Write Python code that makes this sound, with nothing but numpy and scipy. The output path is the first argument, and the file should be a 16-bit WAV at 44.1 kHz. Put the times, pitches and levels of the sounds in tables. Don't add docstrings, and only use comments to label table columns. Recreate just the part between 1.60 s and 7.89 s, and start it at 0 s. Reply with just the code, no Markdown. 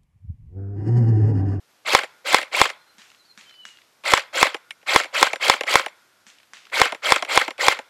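import sys
import numpy as np
from scipy import signal
from scipy.fft import rfft, irfft
from scipy.io import wavfile
from scipy.ndimage import uniform_filter1d

SR = 44100
rng = np.random.default_rng(int(sys.argv[2]) if len(sys.argv) > 2 else 0)


def put_to_file(sound):
    columns = np.atleast_2d(sound).T
    safe = np.clip(columns, -1, 1)
    whole_steps = np.round(safe * 32767)
    wavfile.write(sys.argv[1], SR, whole_steps.astype(np.int16))


N = 277389

# slam time in seconds, slam level in dB, coasting level in dB, re-engage clack in dB.
SHOTS = [(0.3489, 7.5, -46, -10), (0.7442, 7.5, -42, -11), (1.0144, 8, -41, -9.5), (2.5356, 8, -44.5, -7.5),
         (2.8279, 7, -41, -10.5), (3.3601, 8.5, -45, -10.5), (3.6274, 9.5, -41, -11.5),
         (3.8975, 8, -41.5, -10), (4.155, 6, -39, -10), (5.2154, 6.5, -33, -10.5), (5.5206, 7, -46, -8),
         (5.7745, 6, -41, -9), (6.0823, 7.5, -45, -11.5)]


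def undb(db):
    return 10 ** (np.asarray(db) / 20)


def unit(x):
    return x / np.sqrt(np.mean(x ** 2))


def band(x, hz, width_hz):
    return signal.lfilter(*signal.iirpeak(hz, hz / width_hz, fs=SR), x)


def butter(x, order, hz, kind):
    return signal.sosfilt(signal.butter(order, hz, kind, fs=SR, output="sos"), x)


def fall(t, t60_s):
    return (t >= 0) * np.exp(-np.log(1000) * np.maximum(t, 0) / t60_s)


def add(out, start_s, x):
    i = int(start_s * SR)
    out[i:i + len(x)] += x[:N - i]


def burst(t, hz, width_hz, t60_s, rise_s):
    shape = fall(t, t60_s) * (1 - np.exp(-np.maximum(t, 0) / rise_s))
    x = band(band(rng.standard_normal(len(t)) * shape, hz, width_hz), hz, width_hz)
    return unit(x) * np.sqrt(np.mean(shape ** 2))


def flicker(rate_hz, depth_db):
    k = int(SR / rate_hz)
    return undb(depth_db * unit(uniform_filter1d(uniform_filter1d(rng.standard_normal(N), k), k)))


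def reverb(x, tail):
    return signal.fftconvolve(x, tail / np.sqrt(np.sum(tail ** 2)))[:N]


def air():
    # frequency in Hz, relative density in dB.
    spectrum = [(40, -30.5), (100, -8), (200, -7), (400, -4), (800, -4.5), (1400, -4), (2500, -7.5),
                (5000, -9.5), (9000, -16), (13400, -16), (14200, -44)]
    hz, db = np.transpose(spectrum)
    bins_hz = np.maximum(np.arange(N // 2 + 1) * SR / N, 1)
    gain = undb(np.interp(np.log(bins_hz), np.log(hz), db))
    hiss = irfft(rfft(rng.standard_normal(N)) * gain, N)
    swell = unit(uniform_filter1d(rng.standard_normal(N), SR // 4))
    return undb(-61.5 + 0.76 * swell) * unit(hiss)


def gears():
    # frequency in Hz, width in Hz, relative gain in dB.
    modes = [(313, 330, -20.5), (548, 140, -1.5), (894, 737, -5.5), (1374, 594, -3), (2158, 220, 1),
             (2680, 420, -5.5), (3230, 240, -3), (4305, 910, -10.5), (7590, 520, -12.5),
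             (9800, 12000, -24.5)]
    wind_up_s, coast_after_s, full_mesh_hz, growl_hz = 0.1, 0.024, 1000, 480
    t = np.arange(N) / SR
    speed, drive, coast = np.zeros((3, N))
    for slam_s, _, coast_db, _ in SHOTS:
        on = t > slam_s - wind_up_s
        slack = fall(t - slam_s + wind_up_s, 0.11)
        braked_s = np.maximum(t - slam_s - coast_after_s, 0)
        speed = np.maximum(speed, on * (1 - slack) * fall(braked_s, 0.8))
        idle = np.exp(-((t - slam_s - 0.023) / 0.021) ** 2)
        drive += on * undb(-23 - 22 * slack - 2.5 * idle) * fall(braked_s, 0.22)
        coast += (t > slam_s) * undb(coast_db) * fall(braked_s, 0.28)
    teeth = np.cumsum(speed * full_mesh_hz * (1 + 0.35 * rng.standard_normal(N))) / SR
    strikes = np.diff(np.floor(teeth), prepend=0) * undb(5 + 2.3 * rng.standard_normal(N))
    force = strikes + rng.standard_normal(N)
    bright = 0
    for k, (hz, width_hz, db) in enumerate(modes):
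        flare = flicker(190, 2.63)
        hardness = speed ** (hz / 6900)
        bright += (-1) ** k * undb(db) * flare * hardness * band(force, hz, width_hz)
    bright = unit(bright)
    growl = unit(band(band(force, growl_hz, 250), growl_hz, 250))
    dull = unit(band(bright, 1400, 2200)) + undb(-14) * bright + undb(-4) * growl
    whirr = drive * bright + coast * flicker(120, 3.9) * dull
    return butter(whirr, 2, 330, "high")


def knock(hz, db, crack_db, body_db, t60_s):
    t = np.arange(SR // 16) / SR
    ring = burst(t, hz, 1500, t60_s, 0.0011)
    crack = undb(crack_db) * burst(t, 3700, 10000, 0.5 * t60_s, 0.00027)
    body = undb(body_db) * burst(t - 0.0017, 620, 600, 1.7 * t60_s, 0.00071)
    return undb(db) * (ring + crack + body)


def slam():
    # frequency in Hz, relative level in dB, t60 in seconds.
    modes = [(308, -17, 0.0056), (467, -6.5, 0.011), (946.3, 6.5, 0.008), (1214, 6.5, 0.005),
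             (2195.5, 8, 0.0051), (2700, -6, 0.0024), (3465, 1, 0.0078), (5304, -7, 0.0098),
             (8370, -26, 0.016)]
    rise_s = 0.000067
    t = np.arange(SR // 12) / SR
    ring = 0
    for k, (hz, db, t60_s) in enumerate(modes):
        spread_db, detune = rng.normal(0, [0.51, 0.01])
        tone = np.sin(2 * np.pi * hz * (1 + detune) * t)
        ring += (-1) ** k * undb(db + spread_db) * tone * fall(t, t60_s)
    puff = undb(-19) * unit(band(rng.standard_normal(len(t)), 2400, 7300)) * fall(t, 0.013)
    return (1 - np.exp(-t / rise_s)) * (ring + puff)


def piston():
    out, t = np.zeros(N), np.arange(SR) / SR
    for slam_s, slam_db, _, clack_db in SHOTS:
        add(out, slam_s + 0.00066, undb(slam_db) * slam())
        add(out, slam_s - 0.0165, knock(hz=1700, db=-20, crack_db=5.3, body_db=3.6, t60_s=0.034))
        add(out, slam_s + 0.0395, knock(hz=1600, db=clack_db, crack_db=-11.5, body_db=-13.5, t60_s=0.026))
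        spring = unit(band(rng.standard_normal(SR), hz=1430, width_hz=70))
        add(out, slam_s, undb(-58.5) * spring * fall(t, t60_s=2.4))
    return out


def latches():
    # start in seconds, level in dB, body knock in dB relative to the ring.
    clicks = [(0.4338, -17.5, -6.5), (0.4418, -23.5, -6.5), (0.8137, -17.5, -16), (0.828, -18.5, -11),
              (1.092, -22, -26), (1.0997, -17.5, -13), (2.4372, -31, -9), (2.5939, -15.5, -22),
              (2.9444, -15.5, -5), (2.9655, -31.5, -10), (3.1067, -19.5, -27.5), (3.2151, -49, -14.5),
              (3.2286, -43.5, -5), (3.4348, -18.5, -26), (3.4428, -21, -11), (3.4554, -27.5, -5.5),
              (3.7319, -11.5, -5), (3.7579, -19, -10.5), (4.0086, -11.5, -5.5), (4.0345, -18.5, -6.5),
              (4.2614, -15.5, -5), (4.2823, -28.5, -16), (5.3219, -18, 0.5), (5.3468, -23, -7.5),
              (5.6236, -13, -3), (5.6487, -21, -12), (5.6613, -34, -3), (5.879, -15, -2),
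              (5.906, -20.5, -9), (5.98, -28.5, -9), (6.1892, -20.5, -3)]
    # frequency in Hz, level in dB relative to the click.
    pawl = [(2180, -24), (5660, -33), (7220, -31), (8780, -36), (10900, -34)]
    out, t = np.zeros(N), np.arange(SR // 12) / SR
    for start_s, db, body_db in clicks:
        add(out, start_s, knock(hz=2180, db=db, crack_db=-10, body_db=body_db, t60_s=0.02))
        for hz, mode_db in pawl:
            gain = undb(db + mode_db + 4.2 * rng.standard_normal())
            add(out, start_s, gain * burst(t, hz, width_hz=250, t60_s=0.069, rise_s=0.004))
    return out


def shell_rings():
    # time in seconds, level in dB, frequency in Hz.
    rings = [(0.9475, -2.5, 2275), (2.46, -6.5, 2080), (2.5686, -5.5, 2160), (2.8554, -13.5, 2220),
             (3.1073, -25.5, 2193), (3.2849, -19.5, 2190), (3.5593, -5, 2320), (3.8262, -6, 2240),
             (4.0773, -6, 2030), (5.8107, -2.5, 2050), (6.0043, -5, 1980), (6.111, -7, 2160)]
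    out, t = np.zeros(N), np.arange(SR // 12) / SR
    for time_s, db, hz in rings:
        add(out, time_s - 0.002, undb(db) * burst(t, hz, width_hz=300, t60_s=0.03, rise_s=0.0055))
    return out


def surroundings(gun):
    returns_db = [-15.5, -28]
    lag_s = 0.00378
    out, t = gun.copy(), np.arange(SR) / SR
    dull = band(gun, 1000, 2200)
    for k, db in enumerate(returns_db, 1):
        add(out, k * lag_s, undb(db) * dull)
    yard = band(rng.standard_normal(SR), 1500, 4200) * fall(t - 0.032, t60_s=0.6)
    return out + undb(-44.5) * reverb(out, yard)


def birds():
    # start in seconds, length in seconds, first and last pitch in Hz, mid-note level in dB.
    notes = [(1.154, .08, 4080, 4180, -62), (1.267, 0.047, 4130, 4150, -58.5),
             (1.568, 0.082, 4350, 3750, -59.5), (1.641, 0.032, 4000, 5000, -59),
             (1.679, 0.05, 4296, 4080, -54.5), (1.815, .045, 4900, 3650, -60),
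             (1.824, 0.37, 3130, 2810, -51), (1.888, 0.044, 3950, 4300, -58),
             (1.938, 0.031, 5240, 4100, -60), (1.987, 0.089, 4170, 3900, -64),
             (2.107, .05, 4120, 4090, -70), (2.224, .07, 4270, 4340, -74)]
    swell_db = 16.5
    song, t = np.zeros(N), np.arange(N) / SR
    wobble = flicker(60, 0.06)
    for start_s, length_s, first_hz, last_hz, db in notes:
        progress = np.clip((t - start_s) / length_s, 0, 1)
        swell = (progress > 0) * (progress < 1) * undb(db - swell_db * (2 * progress - 1) ** 2)
        pitch_hz = (first_hz + (last_hz - first_hz) * progress) * wobble
        song += np.sqrt(2) * swell * np.sin(2 * np.pi * np.cumsum(pitch_hz) / SR)
    foliage = rng.standard_normal(SR // 4) * fall(t[:SR // 4], t60_s=0.25)
    return song * flicker(90, 2) + undb(-3.5) * reverb(song, foliage)


def pellet_hits():
    # start in seconds, crack, thump, rattle and rustle levels in dB, rustle t60 in seconds.
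    hits = [(1.3829, -36, -47.5, -49, -58.5, .9), (1.776, -31.5, -45.5, -48, -53.5, 0.37),
            (2.053, -24, -53, -49.5, -50, 0.37), (4.6667, -35.5, -50, -51, -51, 0.32),
            (4.9347, -25.5, -57, -45.5, -52.5, .3)]
    # frequency in Hz, width in Hz, relative gain in dB.
    modes = [(1370, 740, 7.5), (2820, 2000, -0.5), (3620, 1100, -45), (5870, 320, 10.5), (8100, 5400, -18)]
    # delay in seconds, level in dB relative to the rattle, centre in Hz.
    bounces = [(0.034, 12, 2550), (.118, 9, 2900), (.133, 8.5, 1700), (.164, 6.5, 2480)]
    thump_hz = 213
    out, t = np.zeros(N), np.arange(SR // 2) / SR
    for start_s, crack_db, thump_db, rattle_db, rustle_db, rustle_t60_s in hits:
        noise = rng.standard_normal(len(t))
        card = sum((-1) ** k * undb(db) * band(noise, hz, width_hz)
                   for k, (hz, width_hz, db) in enumerate(modes))
        crack = undb(crack_db) * unit(card) * fall(t, 0.0083)
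        thump = undb(thump_db) * np.sin(2 * np.pi * thump_hz * t) * fall(t, 0.065)
        rattle = undb(rattle_db) * burst(t, 2200, 3500, t60_s=0.65, rise_s=0.001)
        rustle = undb(rustle_db) * burst(t, 6700, 3200, rustle_t60_s, rise_s=0.0056)
        add(out, start_s, crack + thump + rattle + rustle)
        for lag_s, bounce_db, hz in bounces:
            add(out, start_s + lag_s, undb(rattle_db + bounce_db) * burst(t, hz, 2500, 0.016, 0.00078))
    return out


def scene():
    gun = gears() + piston() + latches() + shell_rings()
    return (surroundings(gun) + pellet_hits() + birds())[None]


def record(dry):
    thin = butter(dry, 3, 190, "high")
    soft = butter(np.clip(thin, -0.97, 0.97), 2, 10500, "low")
    return signal.sosfilt(signal.ellip(8, 0.2, 70, 15800, fs=SR, output="sos"), soft + air())


dry = scene()
out = record(dry)
put_to_file(out)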